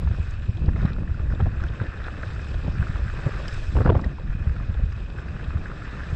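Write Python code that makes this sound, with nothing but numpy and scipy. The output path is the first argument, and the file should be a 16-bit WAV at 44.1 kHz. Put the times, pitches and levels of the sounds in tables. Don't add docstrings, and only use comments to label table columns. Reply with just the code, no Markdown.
import sys
import numpy as np
from scipy import signal
from scipy.fft import rfft, irfft
from scipy.io import wavfile
from scipy.ndimage import uniform_filter1d

SR = 44100
rng = np.random.default_rng(int(sys.argv[2]) if len(sys.argv) > 2 else 0)


def gain_from_db(level_db):
    decades = np.asarray(level_db, float) / 20
    return 10 ** decades


def pcm_store(signal):
    levels = np.round(np.clip(np.atleast_2d(signal), -1, 1) * 32767)
    wavfile.write(sys.argv[1], SR, levels.astype(np.int16).T)


N = 271215


def evened(x):
    return x / np.sqrt(np.mean(x ** 2) + 1e-20)


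def peaked(x, db):
    return x * gain_from_db(db) / np.abs(x).max()


def smoothed(x, size):
    return uniform_filter1d(uniform_filter1d(x, size=size), size=size)


def curves(rows):
    s, *columns = np.transpose(rows)
    return [np.interp(np.arange(N) / SR, s, c) for c in columns]


def ramp(s, length, edge):
    t = np.arange(N) / SR
    return np.clip(np.minimum(t - s, s + length - t) / edge, 0, 1)


def coloured(x, points):
    f, db = np.transpose(points)
    hz = np.fft.rfftfreq(len(x), 1 / SR)
    shape_db = np.interp(np.log(hz + 1), np.log(f + 1), db)
    return irfft(rfft(x) * gain_from_db(shape_db), len(x))


def resonate(x, modes):
    out = np.zeros(len(x))
    for hz, width, db in modes:
        r = np.exp(-np.pi * width / SR)
        pole = r * np.exp(2j * np.pi * hz / SR)
        out += gain_from_db(db) * 2 * signal.lfilter([(1 - r) ** 2], [1, -2 * pole, pole ** 2], x).real
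    return out


def lumps(hz, depth_db):
    pole = np.exp(-2 * np.pi * hz / SR)
    slow = signal.lfilter([1], np.poly([pole] * 2), rng.standard_normal(N))
    return evened(gain_from_db(depth_db * evened(slow)))


def scattered(drive, modes, depth_db):
    out = np.zeros(N)
    for mode in modes:
        polarity = rng.choice([-1., 1.], N)
        out += resonate(drive * polarity * lumps(17, depth_db), [mode])
    return evened(out)


def puff(noise, length, rise):
    t = np.arange(len(noise)) / SR
    return noise * (1 - np.exp(-t / rise)) * np.exp(-t / np.maximum(length, 1e-4))


def add(mix, s, sound):
    start = round(s * SR)
    sound = sound[max(-start, 0):]
    part = mix[max(start, 0):][:len(sound)]
    part += sound[:len(part)]


# (t/s, load level/dB, spray level/dB)
TYRE_PATH = [(0.0, -51, -60.5), (0.45, -55, -61), (1.08, -52.5, -65), (1.28, -52.5, -64),
             (1.52, -49, -62.5), (1.87, -44.5, -60), (2.43, -47, -56), (2.77, -46.5, -57.5),
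             (3.05, -45, -55.5), (3.37, -42.5, -53.5), (3.53, -44, -51.5), (3.68, -48.5, -52),
             (3.94, -51, -63), (4.13, -54, -64), (4.68, -49, -63), (5.02, -51, -61.5), (5.48, -46, -61),
             (6.15, -44.5, -55.5)]
# (start t/s, length t/s, extra load level/dB)
LOOSE_PATCHES = [(0.132, 0.22, 5), (0.757, 0.16, 8.5), (0.967, 0.041, 4), (1.292, 0.044, 7),
                 (1.388, 0.061, 5), (1.59, 0.068, 4), (2.044, .05, 5), (2.79, 0.2, 3), (3.74, 0.11, 4.5),
                 (3.837, 0.036, 8), (3.956, 0.19, 4.5), (4.38, .25, 2), (5.154, 0.098, 1.5),
                 (5.656, 0.08, -0.5)]


def tyre():
    load_db, spray_db = curves(TYRE_PATH)
    extra_db = sum(db * ramp(s, length, edge=0.014) for s, length, db in LOOSE_PATCHES)
    return load_db + extra_db, spray_db + 0.42 * extra_db


# (start t/s, length t/s, change of level/dB)
BRACE = (3.77, 0.27, -6)


def hush_db():
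    s, length, db = BRACE
    return db * ramp(s, length, edge=0.03)


# (t/s, gust level/dB, mount shaking level/dB)
GUSTS = [(0.0, -32.5, -39.5), (0.36, -32, -47), (0.7, -28.5, -33), (1.06, -31.5, -39), (1.3, -30.5, -45.5),
         (1.47, -29, -41.5), (1.97, -35, -46), (2.88, -30, -41.5), (3.65, -33, -43.5), (3.92, -23.5, -32),
         (4.08, -37.5, -39.5), (4.31, -33, -41.5), (4.47, -33, -40.5), (4.85, -28.5, -46.5),
         (5.19, -36.5, -43.5), (5.57, -30, -42.5), (5.84, -40, -42.5), (6.15, -31.5, -44)]
# (f/Hz, level/dB)
BUFFET_SPECTRUM = [(8.8, -47), (15, 1.5), (64, 4.5), (115, -3.5), (140, -14), (180, -47.5), (310, -120)]
# (f/Hz, level/dB)
FLUTTER_SPECTRUM = [(82, -35), (140, -0.5), (253, -14), (330, -21), (430, -49), (730, -120)]
# (f/Hz, level/dB)
ROAR_SPECTRUM = [(190, -35), (330, -2), (613, -4.5), (918, -14), (1100, -10), (1430, -32), (2420, -120)]


def wind():
    gust_db, shake_db = curves(GUSTS)
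    load_db, _ = tyre()
    roar_db = -45.5 + 0.34 * (shake_db + 42) + 0.62 * (load_db + 48)
    swings = evened(coloured(rng.standard_normal(N), BUFFET_SPECTRUM))
    size = np.sqrt(smoothed(swings ** 2, 1500) + 1e-3)
    buffet = evened(swings * size ** 0.12)
    eddies = rng.standard_normal(N) * lumps(14, depth_db=2.0) * lumps(72, depth_db=2.0)
    flutter = evened(coloured(eddies, FLUTTER_SPECTRUM))
    roar = evened(coloured(eddies, ROAR_SPECTRUM))
    return gain_from_db(gust_db + 6.5) * buffet + gain_from_db(shake_db + 5.5) * flutter + gain_from_db(roar_db) * roar


def whistle():
    centre_hz, width_hz, waver_hz = 2565, 130, 60
    waver = evened(smoothed(rng.standard_normal(N), 2000))
    turn = np.exp(2j * np.pi * np.cumsum(centre_hz + waver_hz * waver) / SR)
    r = np.exp(-np.pi * width_hz / SR)
    breath = rng.standard_normal(N) * lumps(18, depth_db=3.0)
    slow = signal.lfilter([1], [1, -2 * r, r ** 2], breath / turn)
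    _, spray_db = tyre()
    level_db = -58 + 0.4 * (spray_db + 57.4) + 1.8 * hush_db()
    return gain_from_db(level_db) * evened((slow * turn).real)


# (t/s, peak level/dB, pitch f/Hz)
SNAPS = [(0.0732, -28.5, 1050), (0.1111, -35, 1530), (0.1474, -32.5, 1450), (0.6898, -37, 1020),
         (0.7628, -30, 1210), (0.877, -31, 1600), (0.9176, -34.5, 1300), (0.9628, -31.5, 1400),
         (0.9834, -35, 1590), (1.076, -34, 1700), (1.144, -34, 1430), (1.3009, -35, 1750),
         (1.3229, -31, 1340), (1.4029, -30, 1170), (1.457, -34, 1490), (1.6007, -30, 1260),
         (1.6382, -25, 1450), (1.6658, -32, 1650), (1.7455, -36, 1140), (1.7998, -23, 1460),
         (1.8701, -33, 1660), (1.9728, -34, 1560), (2.0004, -34, 1430), (2.0413, -33, 1630),
         (2.0821, -24.5, 1440), (2.2318, -23.5, 1580), (2.362, -32, 1330), (2.392, -30.5, 1580),
         (2.4693, -34, 1470), (2.5421, -33.5, 1390), (2.8265, -21.5, 1520), (2.869, -27.5, 1310),
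         (2.957, -25.5, 1130), (3.014, -41, 1590), (3.0803, -34, 1580), (3.0986, -26.5, 1370),
         (3.3177, -31, 1340), (3.5234, -28, 1510), (3.755, -40, 1480), (3.7858, -27, 1490),
         (3.8047, -26, 1250), (3.8496, -28.5, 1200), (3.8908, -23, 1100), (3.92, -34, 1060),
         (3.9512, -35, 1110), (3.9914, -26.5, 1140), (4.0405, -26, 1860), (4.4245, -34, 1560),
         (4.564, -30.5, 1440), (4.5989, -33, 1140), (4.741, -34, 1580), (5.1847, -28, 1640),
         (5.2824, -30, 1680), (5.3642, -28.5, 1470), (5.5044, -31, 1300), (5.5707, -31.5, 1280),
         (5.657, -28, 1690), (5.6994, -33, 1530), (5.7149, -27, 1520), (6.0342, -28.5, 1680)]


def hanging():
    hang_s, depth = 0.0065, 0.24
    marks = np.zeros(N)
    marks[[round((s - hang_s) * SR) for s, db, hz in SNAPS]] = 1
    dip = np.convolve(marks, np.hanning(round(1.3 * hang_s * SR)))[:N]
    return 1 - np.clip(depth * dip, 0, 0.9)


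# (f/Hz, width f/Hz, level/dB)
TYRE_MODES = [(1197, 120, 0.5), (1504, 790, 5), (1750, 180, 1.5)]
# (f/Hz, width f/Hz, level/dB)
HOUSING_MODES = [(2517, 330, 9), (2900, 1300, -1.5)]
# (f/Hz, width f/Hz, level/dB)
GRIT_MODES = [(3300, 750, -3.5), (3750, 920, 3), (4730, 900, -2), (5235, 610, -1.5), (5800, 500, -9),
              (6380, 820, -8), (7450, 790, -7), (8030, 1200, -13), (9700, 5200, -23)]


def gravel():
    grains_per_s, spread_db, grain_share = 500, 4.5, 0.47
    load_db, spray_db = tyre()
    size = gain_from_db(spread_db * np.minimum(rng.exponential(1, N), 3.2)) * rng.choice([-1., 1.], N)
    grains = evened(size * (rng.random(N) < grains_per_s / SR))
    rolling = rng.standard_normal(N)
    drive = np.sqrt(grain_share) * grains + np.sqrt(1 - grain_share) * rolling
    drive = drive * lumps(55, depth_db=1.5)
    ring_drive = np.roll(drive, N // 3)
    grit_drive = np.roll(drive, -N // 3) + 1.3 * rng.standard_normal(N)
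    crunch = gain_from_db(load_db + 3.5) * hanging() * scattered(drive, TYRE_MODES, depth_db=1.5)
    ring_db = -52.5 + 0.6 * (spray_db + 58.5) + hush_db()
    ring = gain_from_db(ring_db) * scattered(ring_drive, HOUSING_MODES, depth_db=2.0)
    grit = gain_from_db(spray_db + 2.0) * scattered(grit_drive, GRIT_MODES, depth_db=2.0)
    top = coloured(grit, [(6500, -62.5), (8500, -3.5)])
    top_gain = gain_from_db(0.59 * uniform_filter1d(spray_db + 61.0, size=8000)) - 1
    return crunch + ring + grit + top_gain * top


# (t/s, peak level/dB, centre f/Hz, length t/s)
GRIT_CHIPS = [(0.111, -50, 3600, 0.0046), (0.307, -44.5, 6500, 0.008), (0.57, -42, 3660, .007),
              (0.659, -42, 4170, 0.0047), (0.793, -53, 5370, 0.0043), (0.853, -39, 3500, 0.009),
              (0.932, -38.5, 3960, 0.0032), (1.3483, -43, 3550, 0.0056), (1.6375, -43, 6000, 0.0036),
              (2.041, -39.5, 3500, .007), (2.065, -44, 3400, 0.0048), (2.54, -39, 3670, 0.0076),
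              (2.819, -52, 3540, 0.005), (3.4805, -28.5, 5400, 0.005), (3.481, -31, 2800, 0.005),
              (3.484, -45, 7340, 0.0046), (3.527, -36, 5000, 0.009), (3.536, -42, 7650, 0.011),
              (3.543, -40, 5000, 0.008), (3.974, -49.5, 5800, 0.0094), (4.013, -44, 4960, 0.0064),
              (4.044, -39.5, 4350, 0.0062), (4.924, -44.5, 4800, 0.0068), (5.442, -40.5, 3450, 0.0094),
              (0.4209, -47, 3870, 0.005), (0.4549, -45, 3660, 0.005), (0.5935, -54, 3930, 0.005),
               (0.7297, -52, 3450, 0.005), (0.765, -48, 3430, 0.005), (0.8155, -40, 3700, 0.005),
               (1.198, -50, 3290, 0.005), (1.4082, -38, 3000, 0.005), (1.605, -46, 3280, 0.005),
               (1.685, -39, 3080, 0.005), (1.7479, -50, 3220, 0.005), (1.8163, -41, 3690, 0.0046),
               (1.8357, -44, 3840, 0.005), (1.8647, -47, 3920, 0.005), (1.9744, -50, 3480, 0.005),
               (3.0984, -46, 3150, 0.005), (3.8586, -46, 3010, 0.005), (3.904, -44, 3130, 0.005),
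               (4.001, -44.5, 3290, 0.005), (4.197, -46, 3290, 0.005), (4.2727, -50, 3670, 0.005),
               (4.7421, -40, 3320, 0.005), (4.858, -49, 3090, 0.005), (5.004, -45, 3300, 0.005),
               (5.101, -39, 3140, 0.0059), (5.194, -43, 3200, 0.005), (5.5792, -47, 3500, 0.005),
               (5.8491, -48, 3660, 0.005)]


def chips():
    out = np.zeros(N)
    for s, db, hz, length in GRIT_CHIPS:
        burst = puff(rng.standard_normal(2000), length / 2, rise=0.00024)
        crack = resonate(burst, [(hz, 0.43 * hz, 0)])
        housing = gain_from_db(3.0) * resonate(crack, HOUSING_MODES + GRIT_MODES)
        add(out, s, peaked(crack + housing, db + 2.5))
    return out


# (t/s, peak level/dB, pitch f/Hz)
BUSY_SNAPS = [(.688, -31.5, 1730), (.758, -33, 2000), (0.86, -29, 1300), (3.536, -40, 1500),
              (3.544, -35, 1500), (3.859, -21, 1420), (3.874, -27, 1500), (3.881, -26, 1400),
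              (3.9, -27.5, 1300), (4.183, -33, 980), (1.9, -34, 1340), (5.7145, -32, 1200),
              (5.657, -33, 1500), (1.194, -35, 1000)]


def stones():
    out = np.zeros(N)
    housing = [(HOUSING_MODES[0][0], 400, -14), (GRIT_MODES[1][0], 700, -22)]
    for s, db, hz in SNAPS + BUSY_SNAPS:
        crack = puff(rng.standard_normal(1500), 0.002, rise=0.00053)
        rung = resonate(crack, [(hz, 450, 0)] + housing)
        add(out, s - 0.0008, peaked(resonate(rung, [(1490, 1900, 0)]), db + 1.0))
    return out


# (start t/s, length t/s, level/dB)
GRINDING = [(.68, 0.017, -34), (0.758, .014, -37), (1.395, 0.024, -32.5), (1.457, 0.021, -30.5),
            (2.661, .032, -32), (3.252, .045, -33.5), (3.752, 0.028, -31), (3.778, .018, -34),
            (3.8, 0.023, -29), (3.85, 0.019, -23.5), (3.869, .015, -22.5), (3.892, .017, -20.5),
            (3.916, .018, -27.5), (3.944, .018, -24), (3.96, .022, -29), (3.989, .016, -37),
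            (4.035, 0.025, -36.5)]
# (f/Hz, level/dB)
GRIND_SPECTRUM = [(120, -26), (250, 4), (550, -2), (1000, -11), (1800, -18), (3000, -33.5), (5000, -45),
                  (8000, -70)]


def shudders():
    rubbing = rng.standard_normal(N) * lumps(170, depth_db=2.5)
    noise = evened(coloured(rubbing, GRIND_SPECTRUM))
    return noise * sum(gain_from_db(db) * ramp(s, length, edge=0.0024) for s, length, db in GRINDING)


# (centre
# t/s, peak level/dB, centre f/Hz)
FRAME_KNOCKS = [(0.0743, -34, 774), (0.1134, -31, 620), (0.6216, -33, 386), (0.6658, -29.5, 680),
                (0.689, -22.5, 315), (0.7658, -37, 980), (0.8318, -21, 440), (0.854, -19, 413),
                (1.2025, -31.5, 780), (1.3375, -25, 546), (1.355, -27, 500), (1.4046, -18.5, 740),
                (1.4662, -24.5, 557), (1.817, -24.5, 516), (2.067, -27, 566), (2.0832, -29, 885),
                (2.2325, -28.5, 1030), (2.545, -27.5, 735), (2.646, -23.5, 500), (2.6798, -22, 500),
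                (2.8303, -27.5, 704), (3.139, -29, 890), (3.2633, -29, 557), (3.269, -23, 507),
                (3.29, -34, 586), (3.4013, -29.5, 557),
                (3.755, -22, 534), (3.7685, -15.5, 475), (3.776, -27, 410), (3.786, -25, 936),
                (3.815, -19, 610), (3.8193, -18, 547), (3.851, -21.5, 810), (3.8628, -12, 520),
                (3.875, -16, 744), (3.8778, -19, 560), (3.8867, -19, 380), (3.894, -8.5, 490),
                (3.9009, -7.5, 765), (3.9206, -15, 557), (3.926, -23, 600), (3.95, -23.5, 673),
                (3.9531, -13, 562), (3.9775, -22.5, 530), (3.981, -25, 389), (3.9958, -27, 1100),
                (4.0022, -35.5, 696), (4.0386, -32, 856), (4.064, -24.5, 496),
                (0.582, -36, 754), (.984, -27, 600), (1.0934, -34, 500), (1.6395, -31, 730),
              (1.7466, -37, 900), (3.5804, -29.5, 610), (3.9963, -27, 1130), (4.185, -35, 900),
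              (4.1982, -31.5, 940), (0.492, -34.5, 375), (3.963, -31, 700), (3.7948, -37, 544),
              (3.806, -25, 774), (4.7495, -33, 720), (5.099, -32, 430)]


def knocks():
    out, t = np.zeros(N), np.arange(-500, 1800) / SR
    blow = np.exp(-(t / 0.0022) ** 2)
    rattle = 0.1 * (t > 0) * np.exp(-t / 0.0093)
    for s, db, hz in FRAME_KNOCKS:
        crackle_db = -16.5 + 0.17 * (db + 16.5)
        body = [(0.607 * hz, 200, 1.5), (hz, 0.68 * hz, 0), (1.71 * hz, 900, -9), (2300, 1600, crackle_db)]
        rung = resonate(rng.standard_normal(len(t)) * (blow + rattle), body)
        rung = resonate(rung, [(500, 1800, 0)])
        add(out, s + t[0] - 0.0007, peaked(rung, db + 0.5))
    return out


# (centre t/s, peak level/dB, pitch f/Hz, width t/s)
JOLTS = [(0.049, -10.5, 69.6, 0.007), (0.1142, -10.5, 79, 0.012), (0.207, -13.5, 73, 0.023),
         (0.4952, -9, 85, 0.011), (0.6252, -12.5, 65, 0.026), (.687, -5.5, 73, 0.01),
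         (0.8527, -5.5, 120, 0.0051), (1.1163, -13, 60, 0.009), (1.316, -13.5, 90.5, 0.01),
         (1.334, -15, 101, 0.007), (1.4077, -13.5, 93, 0.016), (1.4256, -10, 99, 0.01),
         (1.443, -12, 80, 0.026), (1.4724, -12.5, 107, 0.0096), (1.533, -19.5, 79, 0.01),
         (1.653, -14, 74, 0.0061), (1.818, -11.5, 97, 0.014), (2.6839, -10, 122, 0.0058),
         (2.802, -10, 83, 0.01), (2.8197, -8.5, 95, 0.0048), (3.0416, -19, 64, 0.036),
         (3.2695, -12, 126, 0.013), (4.3005, -13, 57, 0.0061), (4.353, -16, 100, 0.0072),
         (4.419, -13.5, 69.5, 0.011), (4.477, -9, 68, 0.012), (4.506, -14.5, 55, 0.024),
         (4.699, -15.5, 84.5, 0.017), (4.8375, -12, 82, 0.0061), (5.562, -13.5, 82, 0.011)]
# (centre t/s, peak level/dB, pitch f/Hz, width t/s)
ROCK_SLAMS = [
    (3.7456, -11, 78, 0.0056),
    (3.774, -9.5, 62, 0.029),
    (3.811, -11, 104, 0.017),
    (3.8584, -4.5, 120, 0.004),
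    (3.8813, -10, 91, 0.011),
    (3.896, -6.5, 93, .012),
    (3.931, -14.5, 105, 0.013),
    (3.967, -7, 75.6, 0.01),
    (4.0693, -12, 62, 0.02),
]
# (centre t/s, peak level/dB, pitch f/Hz, width t/s)
LIGHT_NUDGES = [(0.075, -14, 69, 0.028), (0.567, -16.5, 62, 0.0099), (0.5847, -24, 98, .0055),
                (0.825, -16.5, 92, 0.024), (1.2286, -21.5, 75, 0.049), (1.289, -13, 58.3, 0.016),
                (1.619, -15, 69.4, 0.008), (2.7768, -16.5, 92, 0.0066), (2.9, -13, 70.4, 0.0049),
                (3.062, -15.5, 87, 0.0096), (3.529, -19, 58.5, 0.015), (4.798, -22.5, 67.5, 0.0048),
                (5.484, -16.5, 71.5, 0.02), (6.131, -13.5, 85, 0.0086),
                (1.958, -33, 75.4, 0.014), (2.152, -26, 72.7, 0.013), (2.275, -29, 75.4, 0.012),
               (2.344, -20.5, 88.8, 0.013), (2.559, -18.5, 59.2, 0.014), (4.968, -26, 113, 0.014),
               (5.189, -23, 56.5, 0.016), (5.31, -32, 75.4, 0.017), (5.821, -26, 86.1, 0.013),
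               (6.034, -32, 83.4, 0.014)]


def thumps():
    out, t = np.zeros(N), np.arange(-4000, 4000) / SR
    for s, db, hz, width in JOLTS + ROCK_SLAMS + LIGHT_NUDGES:
        phase, kick_phase = rng.random(2)
        swing = np.exp(-(t / (0.62 * width)) ** 2) * np.sin(2 * np.pi * (hz * t + phase))
        kick = np.exp(-(t / (0.77 * width)) ** 2) * np.sin(2 * np.pi * (2.08 * hz * t + kick_phase))
        add(out, s + t[0], gain_from_db(db + 1.5) * (swing + gain_from_db(-16.0) * kick))
    return out


# (first t/s, last t/s, level/dB)
STEP_RUNS = [
    (3.7588, 3.795, -54.5),
    (3.807, 3.813, -50.5),
    (3.835, 3.84, -63.5),
]
# (first t/s, level/dB)
TRIPLE_STEPS = [(0.0453, -70), (0.0692, -77), (0.1999, -72), (0.392, -77), (0.6853, -66.5), (0.7547, -76),
                (0.824, -74.5), (1.0879, -72.5), (1.2745, -72.5), (1.4027, -74), (1.6482, -74),
                (2.7975, -73.5), (3.7279, -74.5), (3.8561, -71), (3.896, -68.5), (3.9494, -69),
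                (4.0612, -69.5), (4.296, -76), (4.4159, -75), (4.4774, -67), (4.7975, -76), (4.84, -71),
                (5.5598, -73)]


def ticks():
    block_s = 256 / 48000
    out = np.zeros(N)
    for first, last, db in STEP_RUNS:
        at = np.round(np.arange(first, last, block_s) * SR).astype(int)
        uneven = rng.standard_normal(len(at))
        sign = np.sign(rng.standard_normal(len(at)))
        out[at] += gain_from_db(db + 12.5 + 2.5 * uneven) * sign
    for s, db in TRIPLE_STEPS:
        at = np.round((s + block_s * np.arange(3)) * SR).astype(int)
        out[at] += gain_from_db(db + np.array([13.0, 11.0, 7.0]))
    return out


def thinned(x):
    weak_db, from_hz, bins = -108, 8300, 9
    hz, t, z = signal.stft(x, SR, nperseg=1024)
    band = np.arange(len(hz)) // bins
    power = np.add.reduceat(abs(z) ** 2, np.arange(0, len(hz), bins), axis=0) / bins
    power_db = 10 * np.log10(power + 1e-20)
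    over_db = power_db - weak_db - 4.0 * rng.standard_normal(power_db.shape)
    over_db = uniform_filter1d(over_db, size=5, axis=1)
    gate = 1 / (2 + np.exp(-np.clip(3.0 * over_db, -30, 30)))
    keep = np.where(hz[:, None] > from_hz, gate[band], 1)
    return signal.istft(z * keep, SR, nperseg=1024)[1][:len(x)]


# (f/Hz, level/dB)
PORT_RESPONSE = [(8500, -3), (9500, -5), (10500, -8.5), (11500, -11), (13000, -16.5), (16000, -45)]


def scene():
    air = wind() + whistle() + gravel() + chips() + stones() + shudders() + knocks() + thumps()
    padded = np.pad(air, 2000, "reflect")
    heard = thinned(coloured(padded, PORT_RESPONSE))[2000:-2000]
    return (heard + ticks())[None]


def band_limit(x):
    return signal.sosfilt(signal.butter(12, 15700, fs=SR, output="sos"), x)


def record(dry):
    ceiling = 1.6
    hissy = dry + gain_from_db(-99) * rng.standard_normal(dry.shape)
    return band_limit(ceiling * np.tanh(hissy / ceiling))


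dry = scene()
out = record(dry)
pcm_store(out)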